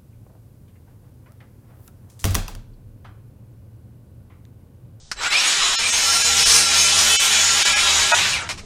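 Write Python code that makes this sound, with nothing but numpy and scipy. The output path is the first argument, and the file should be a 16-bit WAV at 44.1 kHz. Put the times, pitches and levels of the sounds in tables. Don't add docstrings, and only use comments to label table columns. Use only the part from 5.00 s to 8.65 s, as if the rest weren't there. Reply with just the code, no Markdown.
import sys
import numpy as np
from scipy import signal
from scipy.fft import rfft, irfft
from scipy.io import wavfile
from scipy.ndimage import uniform_filter1d, minimum_filter1d

SR = 44100
rng = np.random.default_rng(int(sys.argv[2]) if len(sys.argv) > 2 else 0)


def unload_audio(sound):
    columns = np.transpose(np.atleast_2d(sound))
    steps = np.round(np.clip(columns, -1, 1) * 32767)
    wavfile.write(sys.argv[1], SR, steps.astype(np.int16))


def nominal_scale(level):
    x = np.asarray(level, float) / 20
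    return 10 ** x


N = 160965
TIME_S = np.arange(N) / SR
BRAKE_S = 3.29


def white():
    return rng.standard_normal(N)


def rms_one(x):
    return x / np.sqrt(np.mean(x ** 2) + 1e-20)


def in_time(rows, outside=None):
    s, value = np.transpose(rows)
    return np.interp(TIME_S, s, value, outside, outside)


def arch(centre_s, length_s):
    return np.cos(np.pi * np.clip((TIME_S - centre_s) / length_s, -.5, .5))


def drift(rate_hz):
    r = np.exp(-40 * np.pi * rate_hz / SR)
    noise = rng.standard_normal(N // 20 + 2002)
    slow = signal.lfilter([1], [1, -2 * r, r * r], noise)[2000:]
    return np.interp(np.arange(N) / 20, np.arange(len(slow)), rms_one(slow))


def resonate(x, hz, width_hz):
    r = np.exp(-np.pi * width_hz / SR)
    zeros = np.array([1, 0, -1]) * (1 - r * r) / 2
    poles = [1, -2 * r * np.cos(2 * np.pi * hz / SR), r * r]
    return signal.lfilter(zeros, poles, x + 1e-18)


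def ringing(hz, width_hz):
    return rms_one(resonate(white(), hz, width_hz))


def colour(x, spectrum, slope_db):
    hz, db = np.array([p for p in spectrum if p[0] < 1e4]).T
    f = np.arange(len(x) // 2 + 1) * SR / len(x) + 1
    gain_db = np.interp(np.log(f), np.log(hz), db)
    gain_db += slope_db * np.clip(f - hz[-1], 0, None) / 1000
    return rms_one(irfft(rfft(x) * nominal_scale(gain_db), len(x)))


def patchy(x, patch_db):
    out, shared = 0, drift(9.0)
    edges_hz = 22 * 2 ** np.arange(0, 10, .5)
    f, spec = np.arange(N // 2 + 1) * SR / N, rfft(x)
    for low, high in zip(edges_hz, edges_hz[1:]):
        band = irfft(spec * ((f >= low) & (f < high)), N)
        out = out + band * nominal_scale(patch_db * (0.72 * shared + drift(7.0)))
    return rms_one(out)


def shed(x):
    t60_s, tail_db = .14, -2.0
    t = np.arange(int(t60_s * SR)) / SR
    tail = rng.standard_normal(len(t)) * nominal_scale(-60 * t / t60_s) * (t > .003)
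    tail = tail / np.sqrt(np.sum(tail ** 2))
    return (x + nominal_scale(tail_db) * signal.fftconvolve(x, tail)[:N]) / np.hypot(1, nominal_scale(tail_db))


def outdoors():
    # freq_hz, level_db
    floor_spectrum = [(20, -17), (60, -18), (140, -12.5), (250, -27), (2600, -42.5), (3300, -31),
                      (6000, -28), (9000, -37)]
    wind = signal.sosfilt(signal.butter(2, 45.4, fs=SR, output="sos"), white())
    return nominal_scale(-50) * colour(white(), floor_spectrum, -25.0) + nominal_scale(-49.5 + 4.3 * drift(5.6)) * rms_one(wind)


def switch():
    # start_s, peak_db, hold_s, t60_s, attack_s
    clicks = [
        (0.1148, -18, 0.0013, 0.08, .0003),
        (0.167, -39, .004, .1, .001),
        (3.4903, -20.5, 0.022, 0.13, .0004),
        (3.572, -33, 0.024, 0.095, 0.007),
    ]
    # freq_hz, level_db, width_hz
    press_modes = [(1590, 6, 420), (2470, -6, 310), (4330, -1, 560), (5160, 0.5, 450)]
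    # freq_hz, level_db, width_hz
    release_modes = [(1040, 5, 730), (2250, 7, 670), (3940, 1, 600), (5100, -1, 500)]
    out = np.zeros(N)
    for s, db, hold, t60, attack in clicks:
        crack_db = 6.1 * np.exp(-np.abs(TIME_S - s) / 0.0014)
        decay_db = 60 * np.clip(TIME_S - s - hold, 0, 1) / t60
        shape = np.clip((TIME_S - s) / attack, 0, 1) * nominal_scale(db - decay_db + crack_db)
        noise = white()
        broad = signal.sosfilt(signal.butter(2, [1000, 6500], "band", fs=SR, output="sos"), noise)
        rows = release_modes if s > BRAKE_S else press_modes
        modes = sum(nominal_scale(d) * rms_one(resonate(noise, f, w)) for f, d, w in rows)
        out += shape * 0.35 * (0.48 * rms_one(broad) + 1.4 * rms_one(modes))
    return out


def controller_whine():
    # freq_hz, level_db, growth_per_s
    whine_tones = [(3960, -41, 1.5), (7660, -45, 12.0)]
    start_s, end_s = .167, .48
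    gate = np.clip((TIME_S - start_s) / .004, 0, 1) * np.clip((end_s - TIME_S) / 0.018, 0, 1)
    return gate * sum(nominal_scale(db) * (1 + grow * (TIME_S - start_s)) * ringing(hz, 28.0)
                      for hz, db, grow in whine_tones)


def offcut():
    # freq_hz, level_db
    offcut_modes = [(617, 5), (692, 7.5), (880, 6.5), (950, 9.5), (1280, 10), (1450, 14), (1640, 11.5),
                    (1890, 8), (2550, 12.5)]
    swell = arch(3.134, .031) ** .7
    knock = sum(nominal_scale(db) * np.sin(2 * np.pi * (hz * TIME_S + rng.random())) for hz, db in offcut_modes)
    board_s = 3.14
    after = np.clip((TIME_S - board_s) / 0.0063, 0, 1) * nominal_scale(-8.0 * (TIME_S - board_s))
    shudder = ringing(80.4, 26.0) + 0.63 * ringing(145, 124.0)
    return nominal_scale(-11.5) * swell * rms_one(knock) + nominal_scale(-38) * after * shudder


def board_shake(turns):
    # multiple, level_db
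    blade_orders = [(1, 2.5), (2, -2.5), (3, -3), (4, -6.5), (6, -2), (7, -17.5), (8, -3), (9, -3)]
    # time_s, level_db
    wobble_level = [(0.76, -47), (0.85, -47), (1.51, -40.5), (1.71, -43), (2.15, -40.5), (2.18, -50),
                    (2.36, -44), (3.08, -42), (3.13, -55)]
    gear_ratio = 5.08
    orders = sum(nominal_scale(db + 2.0 * drift(4.8)) * np.sin(k * turns / gear_ratio) for k, db in blade_orders)
    return orders * nominal_scale(in_time(wobble_level, -120))


def brake_skid(turns):
    return nominal_scale(-9) * arch(3.43, .07) * np.sin(57 * turns + 2.8 * drift(350.0))


def guard_plate():
    return nominal_scale(-32 + 2.0 * drift(1.3)) * ringing(803.6, 11)


def slow_growl(grit, hz):
    growl = resonate(resonate(grit, 770, 2100.0), 770, 2100.0)
    return nominal_scale(-1.5) * np.clip(1 - hz / 400, 0, 1) ** 2 * rms_one(growl)


def tooth_squeal(grit, bite):
    squeal = resonate(resonate(grit, 5900, 1980.0), 5900, 2100.0)
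    return nominal_scale(-6.5) * bite ** 4 * rms_one(squeal)


def rim_modes(bite):
    # freq_hz, level_db, start_s, end_s
    rim_table = [(1367.4, -40.5, 1.1, 3.3), (1660, -37, 2.72, 3.08), (2607, -41, 1.56, 2.2),
                 (2710, -41.5, 2.2, 3.8), (2985, -31, 1.1, 1.1), (3045, -36, 1.8, 2.9),
                 (3394, -37.5, 1.9, 2.96), (5016, -42.5, 1.18, 1.85), (5130, -40, 1.2, 2.01),
                 (5430, -37, 1.12, 1.8), (5740, -39, 1.3, 1.77), (6190, -41, 1.15, 2.0),
                 (6760, -37.5, 2.12, 2), (8170, -41, 0.25, 2.4)]
    fade_s, rest = 0.054, 0.29
    out = 0
    for hz, db, start, end in rim_table:
        gate = in_time([(start - fade_s, rest), (start, 1), (end, 1), (end + fade_s, rest)])
        out = out + nominal_scale(db + 2.5 * drift(8.8)) * gate * ringing(hz, 16.7)
    return nominal_scale(-13) * rms_one(out) * np.sqrt(bite + 0.08)


def blade_ring(bright):
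    # freq_hz, width_hz, level_db
    blade_modes = [(1360, 110, -12.5), (2390, 220, 4.5), (3070, 79, -6), (3466, 82, -11.5), (3920, 52, -13),
                   (3620, 29, -16.5), (5070, 90, -5), (5414, 160, 2), (5770, 90, -2.5), (6410, 210, 3.5),
                   (6930, 230, 6), (7520, 46, -10), (8034, 66, -1.5), (8700, 370, -6)]
    ring = sum(nominal_scale(db + 4.65 * drift(3.4)) * ringing(hz, width) for hz, width, db in blade_modes)
    return nominal_scale(-11.5) * rms_one(ring) * bright


def air_and_cut_hiss(grit, bite, bright):
    # freq_hz, level_db
    free_spectrum = [(59, -68), (100, -21), (390, -16.5), (857, -8), (926, -5), (3900, 0.5), (9800, -12.5),
                     (12700, -41), (21600, -120)]
    # freq_hz, level_db
    cut_spectrum = [(59, -52), (100, -47), (455, -18), (501, -22.5), (809, -17.5), (5620, -6), (9800, -12),
                    (12700, -38), (21600, -120)]
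    air = colour(white(), free_spectrum, -2)
    dull = signal.filtfilt(*signal.butter(1, 2200, fs=SR), air)
    free = nominal_scale(-5) * (1 - bite) * (dull + bright * (air - dull))
    hiss = free + nominal_scale(-2) * bite * colour(grit, cut_spectrum, -1.19)
    return patchy(hiss, 1.5) * np.sqrt(uniform_filter1d(hiss ** 2, size=4000))


def motor_orders(hz, turns, bite, braking):
    # multiple, level_db (re the saw), wobble_share
    order_table = [(1, -36, .005), (10, -17, .0008), (13, -20, .001), (18, -21, .0014), (20, -18, .0015)]
    # time_s, level_db
    pull = [(.2, 2), (.45, 1), (.6, 2), (1.4, 3), (1.9, -1), (2.4, 0), (3.0, -1), (3.12, -7), (3.28, -7),
            (3.31, 2), (3.45, 1)]
    # freq_hz, width_hz, level_db
    housing_modes = [(400, 150, 0.5), (1450, 400, 3), (2350, 900, 5), (3950, 500, 2), (5300, 800, 3.5),
                     (6700, 800, 3), (8180, 300, -3)]
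    pull_db = in_time(pull)
    unrest = np.sqrt(np.abs(np.gradient(np.log(hz))) * SR) * (1 + braking)
    surge = .0015 * unrest
    torque_db = 4.5 * np.minimum(unrest, 1.5)
    tones = 0
    for k, db, wobble in order_table:
        level_db = db + torque_db + 1.8 * drift(15.0) + 2.5 * drift(102.0)
        level_db = level_db - 1.0 * braking * abs(k - 10) + pull_db * (k > 1)
        level_db = level_db - 8.9 * (k == 18) * (TIME_S < 2)
        sidebands = 1 + 0.35 * np.sin(turns * (k > 1))
        jitter = 2 * np.pi * np.cumsum((wobble + surge) * hz * drift(65.3)) / SR
        tones = tones + nominal_scale(level_db) * sidebands * np.sin(k * (turns + jitter))
    housing = 0.1 * tones
    for f, width, db in housing_modes:
        housing = housing + nominal_scale(db) * resonate(resonate(tones, f, width), f, width)
    return shed(housing) * (1 - .8 * bite)


def saw():
    # time_s, speed_hz
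    motor_speed = [(.18, 30), (.255, 126.5), (.315, 203), (.38, 263.3), (.47, 332), (.54, 381), (.66, 403),
                   (.85, 410), (1.45, 403.2), (1.8, 386), (2.15, 368.8), (2.4, 362.4), (3.0, 385),
                   (3.29, 400), (3.34, 255), (3.41, 150), (3.47, 70)]
    # time_s, level_db
    effort = [(0.16, -46), (0.21, -29), (0.26, -20), (0.3, -22), (0.33, -16.5), (0.86, -19), (0.97, -16.5),
              (1.34, -15.5), (1.51, -11), (1.65, -14), (1.95, -14.5), (1.98, -13.5), (2.18, -14.5),
              (3.08, -16), (3.34, -19.5), (3.48, -36)]
    # time_s, share (0-1)
    tooth_bite = [(.75, 0), (.95, 0.43), (1.18, 0.5), (1.35, 0.46), (1.52, 0.83), (1.72, 0.36), (2.05, 0.6),
                  (2.3, 0.41), (3.05, 0.21), (3.14, 0.07)]
    hz = in_time(motor_speed)
    turns = 2 * np.pi * np.cumsum(hz) / SR
    bite = np.clip(in_time(tooth_bite, 0), 0, 1)
    braking = TIME_S > BRAKE_S
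    grit = white() * nominal_scale(2.5 * np.minimum(rng.exponential(1, N), 4))
    full_hz = np.where(braking, 377, 95)
    bright = np.clip(hz / full_hz, 0, 1) ** 0.65
    body = air_and_cut_hiss(grit, bite, bright) + blade_ring(bright) + rim_modes(bite)
    body = body + tooth_squeal(grit, bite) + slow_growl(grit, hz) + guard_plate() + brake_skid(turns)
    body = body + motor_orders(hz, turns, bite, braking)
    even = body / np.sqrt(uniform_filter1d(body ** 2, size=9000))
    return nominal_scale(in_time(effort, -120)) * even + board_shake(turns)


def scene():
    return np.tile(outdoors() + switch() + controller_whine() + offcut() + saw(), (2, 1))


def hold_frames(x):
    # centre_s, length_s, depth (0-1), spacing_hz (least), tone_db
    holds = [(.293, .024, .75, 200, -2), (.773, .046, .97, 260, -1), (.915, .028, .65, 260, 0),
             (1.236, .03, .7, 260, 0), (1.447, .03, .75, 260, 0), (2.181, .046, .97, 200, -1),
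             (2.641, .03, .88, 260, -7), (2.75, .03, .7, 260, 0), (3.133, .034, .7, 60, 2)]
    low_hz, high_hz, tone_count = 590, 9200, 15
    out, size = x.copy(), 4096
    f, i = np.arange(size // 2 + 1) * SR / size, np.arange(size) - size // 2
    for s, length, depth, spacing_hz, db in holds:
        cut = slice(int(s * SR) - size // 2, int(s * SR) + size // 2)
        window = np.cos(np.pi * np.clip(i / (length * SR), -.5, .5)) ** 2
        windowed = x[cut] * window
        power = np.abs(rfft(windowed)) ** 2
        local_peak = -minimum_filter1d(-power, int(spacing_hz * size / SR) | 1)
        peaks = power * (power >= local_peak) * (f > low_hz) * (f < high_hz)
        rank = peaks / uniform_filter1d(power, size=300) ** .1
        chosen = rank >= np.sort(rank)[-tone_count]
        phase = np.exp(2j * np.pi * rng.random(len(f)))
        tones = irfft(chosen * np.sqrt(peaks) * phase, size)
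        tones *= nominal_scale(db - 2.5) * np.sqrt(np.sum(windowed ** 2) / np.sum((tones * window) ** 2))
        mix = depth * np.sin(np.pi / 2 * np.clip(1.5 * window, 0, 1))
        out[cut] = x[cut] * (1 - mix) + tones * np.sqrt(1 - (1 - mix) ** 2)
    return out


def thin_spectrum(x):
    # start_hz, level_db
    treble_steps = [(10150, -9), (11200, -7.5), (13000, -11), (14700, -6)]
    drop_db = [-99, -26, -33, -27.5, -30]
    f, t, z = signal.stft(x, SR, "cosine", 2048, 1024)
    size = np.abs(z) + 1e-12
    energy = np.sum(size[40:] ** 2, axis=0)
    steady = energy < 3 * np.roll(energy, 2)
    contrast = size / uniform_filter1d(size, size=15, axis=0)
    sharp = z * contrast ** (0.44 * (1 + f[:, None] / 6000) * steady)
    power = uniform_filter1d(size ** 2, size=31, axis=0)
    sharp_power = uniform_filter1d(np.abs(sharp) ** 2 + 1e-24, size=31, axis=0)
    z = sharp * np.sqrt(power / sharp_power)
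    hz, db = np.transpose([(0, 0), *treble_steps])
    k = np.searchsorted(hz, f, "right") - 1
    z = z * nominal_scale(db[k])[:, None]
    chance = uniform_filter1d(rng.standard_normal((65, len(t))), size=2)
    chance = np.repeat(chance, 16, axis=0)[:len(f)]
    loud = np.sqrt(np.mean(np.abs(z[50:400]) ** 2, axis=0))
    near = uniform_filter1d(np.abs(z), size=25, axis=0)
    kept = near > loud * nominal_scale(np.array(drop_db)[k][:, None] + 5.0 * chance)
    return signal.istft(z * kept, SR, "cosine", 2048, 1024)[1][:N]


def band_limit(x):
    return signal.sosfilt(signal.butter(12, 16550, fs=SR, output="sos"), x)


def record(dry):
    mono = thin_spectrum(hold_frames(np.tanh(dry[0])))
    mono = signal.sosfilt(signal.cheby2(12, 70, 16400, fs=SR, output="sos"), mono)
    return band_limit(np.tile(mono, (2, 1)))


dry = scene()
out = record(dry)
unload_audio(out)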